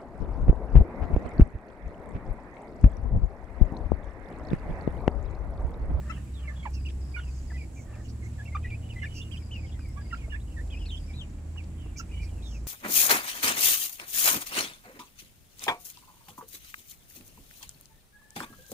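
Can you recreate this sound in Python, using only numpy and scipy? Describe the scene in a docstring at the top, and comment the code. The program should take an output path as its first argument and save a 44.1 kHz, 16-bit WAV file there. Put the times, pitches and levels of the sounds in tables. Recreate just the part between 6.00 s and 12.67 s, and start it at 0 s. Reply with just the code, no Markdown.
"""A yard, with young hens close by: they peep and cluck over scattered feed, scratching and pecking.
Far off a small bird trills and a hen calls; insects hiss and distant engines drone below.
Calls are gliding tones with overtones, scratches and pecks are filtered noise, the bird whistles sines,
the engines are wavering low tones and the yard is coloured noise. A handheld stereo phone listens."""
import sys
import numpy as np
from scipy import signal
from scipy.fft import rfft, irfft
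from scipy.io import wavfile
from scipy.ndimage import map_coordinates

SR = 44100
rng = np.random.default_rng(int(sys.argv[2]) if len(sys.argv) > 2 else 0)


def wav_out(sig):
    """Save sig, one row per channel (or a flat mono array), as 16-bit PCM at SR to the path in sys.argv[1]."""
    wavfile.write(sys.argv[1], SR, np.round(np.clip(np.atleast_2d(sig).T, -1, 1) * 32767).astype(np.int16))


def boost(x):
    """Linear amplitude factor 10**(x/20) for a level x in decibels (scalar or array-like)."""
    u = np.asarray(x, float) / 20
    return 10 ** u


N = 294147   # length in samples


def rms_one(x):
    """Scale to rms 1."""
    return x / np.sqrt(np.mean(x ** 2) + 1e-20)


def drift(rate, count):
    """Slow noise of spread about 1 that changes about rate times a second."""
    knots = rng.standard_normal(int(count * rate / SR) + 3)
    return map_coordinates(knots, [np.arange(count) * rate / SR], order=3)


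def band(x, hz, octaves):
    """Band-pass around hz."""
    edges = [hz * 2 ** (-octaves / 2), min(hz * 2 ** (octaves / 2), .45 * SR)]
    return signal.sosfilt(signal.butter(2, edges, "band", fs=SR, output="sos"), x)


def add(out, s, sound, pan_db):
    """Place a mono sound at time s, louder and a little earlier on one side (positive pan: left)."""
    for side, sign in enumerate([1, -1]):
        at = max(int(s * SR - 0.37 * sign * pan_db), 0)
        piece = sound[:N - at]
        out[side, at:at + len(piece)] += piece * boost(sign * pan_db / 2)


# Distant engine drones, one list per drone: t/s, f/Hz, level/dB (relative)
DRONE_TRACKS = [
    [(0., 65.2, -37.5), (1.4, 65.88, -32.5), (1.75, 68.5, -42), (2.2, 70.35, -43.5), (2.5, 75.47, -34),
     (2.9, 78, -40), (4.4, 73.3, -39.5), (6.3, 82, -41)],
    [(2., 111.5, -44.5), (2.7, 111.8, -39.5), (4.3, 108.7, -48)],
    [(3.9, 56.38, -42.5), (4.37, 57.92, -37), (5.2, 37.23, -42), (5.7, 53.06, -45.5), (6.67, 56.9, -35.5)],
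]


def engines():
    """Distant engines: wavering low tones, each with a weak octave, that fade in and out with distance."""
    out, t = np.zeros(N), np.arange(N) / SR
    for rows in DRONE_TRACKS:
        s, hz, db = np.transpose(rows)
        wavering_hz = np.interp(t, s, hz) * (1 + 0.01028 * drift(7, N))
        phase = 2 * np.pi * np.cumsum(wavering_hz) / SR
        # fades of 0.55 s lie outside the first and last points
        fade = np.clip(np.minimum(t - s[0], s[-1] - t) / 0.55 + 1, 0, 1)
        level = boost(np.interp(t, s, db) + 4 + 1.67 * drift(8.2, N))
        out += fade * level * (np.sin(phase) + boost(-17.0) * np.sin(2 * phase))
    return out


YARD_DB = -40   # rms level of the whole background
# Spectrum of traffic, leaves and insects around the microphone: f/Hz, level/dB (per Hz, relative)
YARD_SPECTRUM = [(18, -26), (30, -2.5), (81, -5), (210, -16), (330, -18.5), (385, -26.5), (800, -32.5),
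                 (1280, -39.5), (2410, -41), (3490, -47.5), (6300, -47.5), (6800, -44.5), (7800, -40.5),
                 (10300, -46), (12000, -56.5), (16000, -59.5)]
# Where the background sits between the channels: f/Hz, level/dB (left over right)
YARD_LEAN = [(100, -2.5), (4400, -3), (7200, 0)]


def yard(patchy_db=1.24):
    """Coloured noise, alike in both channels in the bass and unrelated in the treble, wavering by band."""
    hz = np.maximum(np.arange(N // 2 + 1) * SR / N, 1)
    points, lean = np.array(YARD_SPECTRUM), np.array(YARD_LEAN)
    colour = boost(np.interp(np.log(hz), np.log(points[:, 0]), points[:, 1]))
    alike = 1 / (1 + (hz / 560) ** 2.33)
    mid, side = rfft(rng.standard_normal((2, N))) * colour
    both = np.sqrt(1 + alike) * mid + np.sqrt(1 - alike) * side * [[1], [-1]]
    lean_db = np.interp(np.log(hz), np.log(lean[:, 0]), lean[:, 1])
    both = both * boost(lean_db * [[.5], [-.5]])
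    octave = np.log2(hz / 30).astype(int)
    out = sum(irfft(both * (octave == k), N) * boost(patchy_db * drift(5, N)) for k in range(-1, 10))
    return boost(YARD_DB) * rms_one(out)


def cricket():
    """One insect: a very narrow band of noise, pulsed 33 times a second, that slowly swells and sinks."""
    t = np.arange(N) / SR
    pulses = np.maximum(np.sin(2 * np.pi * 33 * t), 0) ** 2
    line = rms_one(band(rng.standard_normal((2, N)), 6855, 0.019))
    return boost(-72.0 + 2.0 * drift(1.6, N)) * pulses * line


# Trills of a small bird far off, onset of the first whistle: t/s
TRILL_STARTS = [.75, 0.999, 1.229, 1.46, 3.31, 3.53, 3.779, 4, 4.709, 4.949]


def far_bird():
    """Five quick falling whistles a trill, blurred by leaves on the way."""
    out, t = np.zeros((2, N)), np.arange(int(0.0239 * SR)) / SR
    for s in TRILL_STARTS:
        for k in range(5):
            hz = np.linspace(5650, 4350, len(t)) * rng.normal(1, .04)
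            whistle = np.hanning(len(t)) * np.sin(2 * np.pi * np.cumsum(hz) / SR)
            add(out, s + 0.034 * k, boost(rng.normal(-59.5, 0.86)) * whistle, 5.)
    tail = np.arange(SR // 8) / SR
    blur = rng.standard_normal((2, len(tail))) * boost(-27 - 60 * tail / 0.2)
    return boost(-9) * out + signal.fftconvolve(out, blur, axes=1)[:, :N]


# Calls of a hen far off: start t/s, length t/s, level/dB (relative)
FAR_HEN_CALLS = [(0., 0.23, -58), (0.333, 0.28, -63), (1.839, 0.21, -60.5)]


def far_hen():
    """A drawn-out croak: three wavering partials, over a rasp."""
    out = np.zeros((2, N))
    for s, length, db in FAR_HEN_CALLS:
        count = int(length * SR)
        phase = 2 * np.pi * np.cumsum(597 * (1 + .035 * drift(90, count))) / SR
        tone = sum(boost(level_db + 4.9 * drift(37, count)) * np.sin(k * phase)
                   for k, level_db in enumerate([0., -6., 1.], 1))
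        rasp = rms_one(band(rng.standard_normal(count), 1200, 1.3))
        tone = tone * (1 + .5 * drift(250, count)) + rasp
        add(out, s, boost(db) * np.hanning(count) ** .5 * tone, 0)
    return out


# Feet scratching through feed: middle t/s, half-length t/s, centre f/Hz, level/dB (at the swell's top)
FOOT_STROKES = [(0.749, 0.049, 5350, -55), (1.365, 0.32, 6500, -65.5), (1.794, 0.15, 6700, -61.5),
                (2.055, 0.052, 6520, -65.5), (2.099, 0.048, 4900, -61), (2.26, 0.12, 6730, -64.5),
                (3.176, 0.08, 5530, -51.5), (5.991, 0.049, 5800, -43.5), (6.24, 0.058, 5134, -57),
                (6.515, 0.2, 5770, -58)]


def scratches():
    """Dense grain clicks under a swelling stroke, with a faint high rasp."""
    out = np.zeros((2, N))
    for s, half_length, hz, db in FOOT_STROKES:
        count = int(2 * half_length * SR)
        grains = rng.standard_normal(count) * boost(3.0 * np.minimum(rng.exponential(1, count), 4))
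        body = rms_one(band(band(grains, hz, .5), hz, .5))
        rasp = boost(-18) * rms_one(band(grains, 13500, .4))
        stroke = np.hanning(count) ** 2.86 * boost(1.35 * drift(61.4, count))
        add(out, s - half_length, boost(db) * stroke * (body + rasp), -9.)
    return out


# Beaks on the ground: t/s, peak level/dB (before panning), centre f/Hz
BEAK_TAPS = [(.9, -45, 2500), (2.095, -55, 4000), (1.518, -45, 846), (2.704, -47, 2473),
             (3.79, -45.5, 1280), (4.279, -41.5, 496.4), (5.558, -49, 1314), (5.86, -41, 497)]


def pecks(per_s=7., crowd_db=-60.):
    """A beak tap is a short decaying click of noise; fainter ones fall at random all over the feed."""
    out = np.zeros((2, N))
    faint = [(a * N / SR, crowd_db + 8 * b, 1500 * 8 ** c)
             for a, b, c in rng.random((int(per_s * N / SR), 3))]
    for s, db, hz in list(BEAK_TAPS) + faint:
        burst = rng.standard_normal(400) * np.exp(-np.arange(400) / SR / 0.032)
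        tap = band(burst, hz, 0.91)
        add(out, s, boost(db) * tap / np.abs(tap).max(), rng.normal(0, 1.7))
    return out


REST_HZ, HOARSE = 2100., .26   # resting pitch of the syrinx; strength of rasp in the voice
HOOK_S, HOOK_DB = .008, -7   # a high call leaves the resting pitch in this time; onsets are this much fainter
FLICK_S, FLICK_HZ, FLICK_DB = .01, 3000, -18   # a low cluck flicks towards this pitch as it fades
THROAT_GAP_HZ, THROAT_GAP_DB = 4200, -9   # the windpipe passes overtones near here poorly
EDGE_S = .004   # the tone starts a little before and dies a little after


def syrinx(hz, phase, db):
    """Five harmonics, thinner on high notes and weakened by the windpipe, plus a two-thirds subtone."""
    octaves_up = np.log2(np.maximum(hz / 1200, 1))
    step_db = -12 - 7 * octaves_up + rng.normal(0, 2)
    tone = 0
    for k in range(1, 6):
        gap_db = (k > 1) * THROAT_GAP_DB / (1 + ((k * hz - THROAT_GAP_HZ) / 800.) ** 4)
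        level = boost(step_db * (k - 1) ** .8 + gap_db)
        tone = tone + level * np.sin(k * phase) * (k * hz < .45 * SR)
    # low calls partly lock on two-thirds of the pitch
    return boost(db) * (tone + boost(-20.5 - 19.0 * octaves_up) * np.sin(phase * 2 / 3))


def hen_call(call, calls):
    """One call: the membranes scoop out of their resting pitch, glide, and may flick up at the end."""
    s, length, first_hz, middle_hz, last_hz, db, flicks = call
    high = first_hz > REST_HZ
    glide_count = int((length + 2 * EDGE_S) * SR)
    u = np.append(np.linspace(-1, 1, glide_count), np.ones(int(flicks * FLICK_S * SR)))
    count = len(u)
    t = np.arange(count) / SR
    flick = flicks * np.clip((t - length - EDGE_S) / FLICK_S, 0, 1)
    hz = middle_hz + (last_hz - first_hz) / 2 * u + ((first_hz + last_hz) / 2 - middle_hz) * u ** 2
    hook = np.exp(-(t / (HOOK_S if high else .003)) ** 2)
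    # a note that carries on another needs no scoop
    hook *= not any(abs(c[0] + c[1] - s) < .01 and abs(c[4] / first_hz - 1) < .2 for c in calls)
    scoop = .8 if high and last_hz < middle_hz else .25
    hz += scoop * (REST_HZ - first_hz) * hook + (FLICK_HZ - last_hz) * flick
    wavering_hz = hz * (1 + (.014 + .05 * flick) * drift(200, count))
    phase = 2 * np.pi * np.cumsum(wavering_hz) / SR
    tone = syrinx(hz, phase, db)
    unsteady_db = (2 + max(-38 - db, 0) / 12) * drift(90, count)   # faint calls waver most
    swell = boost(-6 * u ** 2 + HOOK_DB * hook + FLICK_DB * flick ** .5 + unsteady_db)
    swell *= np.tanh(t / .002) * np.tanh((t[-1] - t) / .004)
    # turbulent air shakes the tone, high and distant calls most
    flutter = middle_hz / 24000 * drift(600, count)
    rasp = HOARSE * (middle_hz / 4000) * boost((-40 - db) / 2) * drift(900, count)
    return swell * (1 + flutter + rasp) * tone


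HENS_PAN_DB, FAR_HENS_DB = -3., -67   # mean left over right; lowest level of the hens further off
SLIDE_DONE_AT_HALF = .6   # share of a slide covered by its middle
DIP_END_LIFT = 0.144   # a dip starts lower and ends higher by this share of its depth
# Peeps that slide one way: start t/s, length t/s, first f/Hz, last f/Hz, level/dB (nominal, mid-call)
PEEPS = [(.08, 0.049, 1790, 2100, -47.5), (.108, 0.068, 3520, 2490, -54.5), (.33, 0.15, 4080, 2575, -57),
         (.478, 0.019, 2270, 2034, -38.5), (.55, 0.088, 3460, 3240, -55), (.628, 0.053, 2190, 2380, -48),
         (.656, 0.019, 1107, 745, -31.5), (.735, 0.062, 3020, 2500, -52.5), (.85, .038, 3350, 2340, -42),
         (.888, .01, 2450, 4000, -48), (1.14, 0.038, 2570, 2210, -43.5), (1.177, 0.066, 3910, 2760, -53),
         (1.53, 0.041, 1960, 2040, -44.5), (1.503, 0.021, 2060, 1560, -44),
         (1.565, 0.074, 2600, 2216, -47.5), (1.76, 0.049, 2590, 2150, -52),
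         (1.92, 0.049, 3270, 2050, -60.5), (2.454, 0.022, 2850, 2700, -44),
         (2.477, 0.017, 2320, 2240, -44.5), (2.81, 0.065, 3000, 2940, -60.5),
         (2.89, 0.059, 3260, 2340, -48.5), (3.014, 0.05, 2950, 2800, -49), (3.02, 0.015, 2170, 2080, -37),
         (3.057, 0.022, 2600, 2170, -41.5), (3.078, 0.2087, 3005, 2840, -53.5),
         (3.148, 0.051, 2950, 2640, -48), (3.313, 0.053, 3710, 2440, -44.5), (3.39, 0.044, 2550, 2220, -63),
         (3.51, 0.066, 3290, 2610, -42), (3.556, 0.05, 2670, 2484, -47), (3.617, 0.041, 2500, 2137, -52.5),
         (3.705, 0.051, 3600, 3200, -59.5), (3.743, 0.031, 2130, 1970, -58), (4.045, .035, 2300, 2026, -58),
         (4.18, 0.086, 2630, 2100, -52.5), (3.796, 0.12, 2590, 2100, -55.5),
         (3.963, 0.031, 1069, 1186, -50), (4.1, 0.027, 2650, 3048, -52.5), (4.111, 0.016, 2100, 1710, -44),
         (4.295, 0.054, 3040, 2700, -48), (4.335, 0.043, 2837, 2310, -52), (4.398, 0.028, 3870, 3780, -59),
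         (4.7, 0.057, 3770, 2680, -48.5), (4.792, 0.0823, 3320, 2520, -54), (4.854, 0.095, 4950, 2760, -47),
         (4.905, .06, 3300, 3040, -44), (4.965, 0.021, 4300, 3010, -47.5), (5.135, 0.045, 3890, 3950, -50),
         (5.178, 0.064, 4160, 2705, -47), (5.567, 0.043, 3340, 2290, -48), (5.774, 0.1, 3412, 2690, -58.5),
         (5.96, 0.02, 2820, 2200, -50), (6.115, 0.097, 2980, 2950, -52), (6.09, 0.095, 2594, 2230, -56.5),
         (6.245, 0.061, 2600, 2340, -58.5), (6.42, 0.077, 4100, 3410, -53), (6.5, 0.081, 3490, 2340, -54)]
# Clucks that dip and come back (a negative dip is an arch):
# start t/s, length t/s, middle f/Hz, dip f/Hz, level/dB (nominal, mid-call)
CLUCKS = [(0.098, 0.017, 1330, 10, -35), (0.491, 0.025, 1728, 29, -44), (1.166, 0.032, 1428, 70, -32.5),
          (2.221, 0.0545, 2027, 340, -51), (2.385, 0.044, 1683, 146, -45.5),
          (2.519, 0.031, 2110, -130, -49.5), (2.551, 0.016, 1191, 84, -28), (2.632, 0.066, 2420, 261, -50),
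          (2.646, 0.033, 1917, 165, -41), (2.705, 0.05, 2320, 262, -41), (2.962, 0.042, 2030, 62, -42),
          (3.035, 0.021, 1736, 60, -34), (3.202, 0.02, 2800, -110, -43), (3.21, 0.028, 3600, -680, -46),
          (3.371, 0.014, 3180, -300, -48), (3.975, 0.046, 1637, 42, -52), (4.129, 0.017, 1371, 100, -29.5),
          (4.322, 0.04, 1688, 217, -41.5), (4.567, 0.05, 1785, 234, -44), (4.712, 0.078, 2450, 361, -47.5),
          (5.08, 0.074, 2268, 251, -51.5), (5.998, 0.014, 1344, 32, -37.5),
          (6.192, 0.056, 2415, -250, -48.5)]


def hens():
    """Each call is a gliding syrinx tone, richer when low; hens further off fill in faintly."""
    out = np.zeros((2, N))
    far = [(a * N / SR, 0.046 + 0.047 * b, 2500 + 1100 * c, 2100 + 700 * c, FAR_HENS_DB + 5 * d)
           for a, b, c, d in rng.random((25, 4))]
    calls = []   # start s, length s, first, middle and last Hz, dB, whether it flicks
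    for s, length, first, last, db in list(PEEPS) + far:
        middle = first + SLIDE_DONE_AT_HALF * (last - first)
        calls.append((s, length, first, middle, last, db, False))
    for s, length, hz, dip, db in CLUCKS:
        first, last = hz + dip * (1 - DIP_END_LIFT), hz + dip * (1 + DIP_END_LIFT)
        calls.append((s, length, first, hz, last, db, hz < REST_HZ))
    for call in calls:
        add(out, call[0] - EDGE_S, hen_call(call, calls), rng.normal(HENS_PAN_DB, 4.2))
    return out


# Reflections off ground, bodies and bushes: delay t/s (shortest), level/dB
REFLECTIONS = [(.006, -17), (.014, -24)]


def echoes(x):
    """A few short echoes, each from the other side, and a brief diffuse wash."""
    out = x.copy()
    for s, db in REFLECTIONS:
        for side in range(2):
            lag = int(s * rng.uniform(1.0, 1.15) * SR)
            out[side, lag:] += boost(db) * x[1 - side, :-lag]
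    t = np.arange(SR // 4) / SR
    wash = rng.standard_normal((2, len(t))) * boost(-60 * t / .12)
    return out + boost(-36.5) * signal.fftconvolve(x, wash, axes=1)[:, :N]


def scene():
    """Animals with their echoes in the yard, over the steady background."""
    background = engines() + yard() + cricket()
    animals = far_bird() + far_hen() + scratches() + pecks() + hens()
    return background + echoes(animals)


def low_pass(x):
    """Removes everything above the highest recorded frequency."""
    return signal.sosfilt(signal.butter(12, 16640, fs=SR, output="sos"), x)


def record(dry):
    """The phone's microphone ports cancel a band near 9 kHz, and the top is cut above 15.75 kHz."""
    ports = signal.butter(2, [8350, 9600], "bandstop", fs=SR, output="sos")
    top_cut = signal.ellip(10, 1, 70, 15750, fs=SR, output="sos")
    mix = signal.sosfilt(top_cut, signal.sosfilt(ports, dry))
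    return low_pass(mix)


dry = scene()
out = record(dry)
wav_out(out)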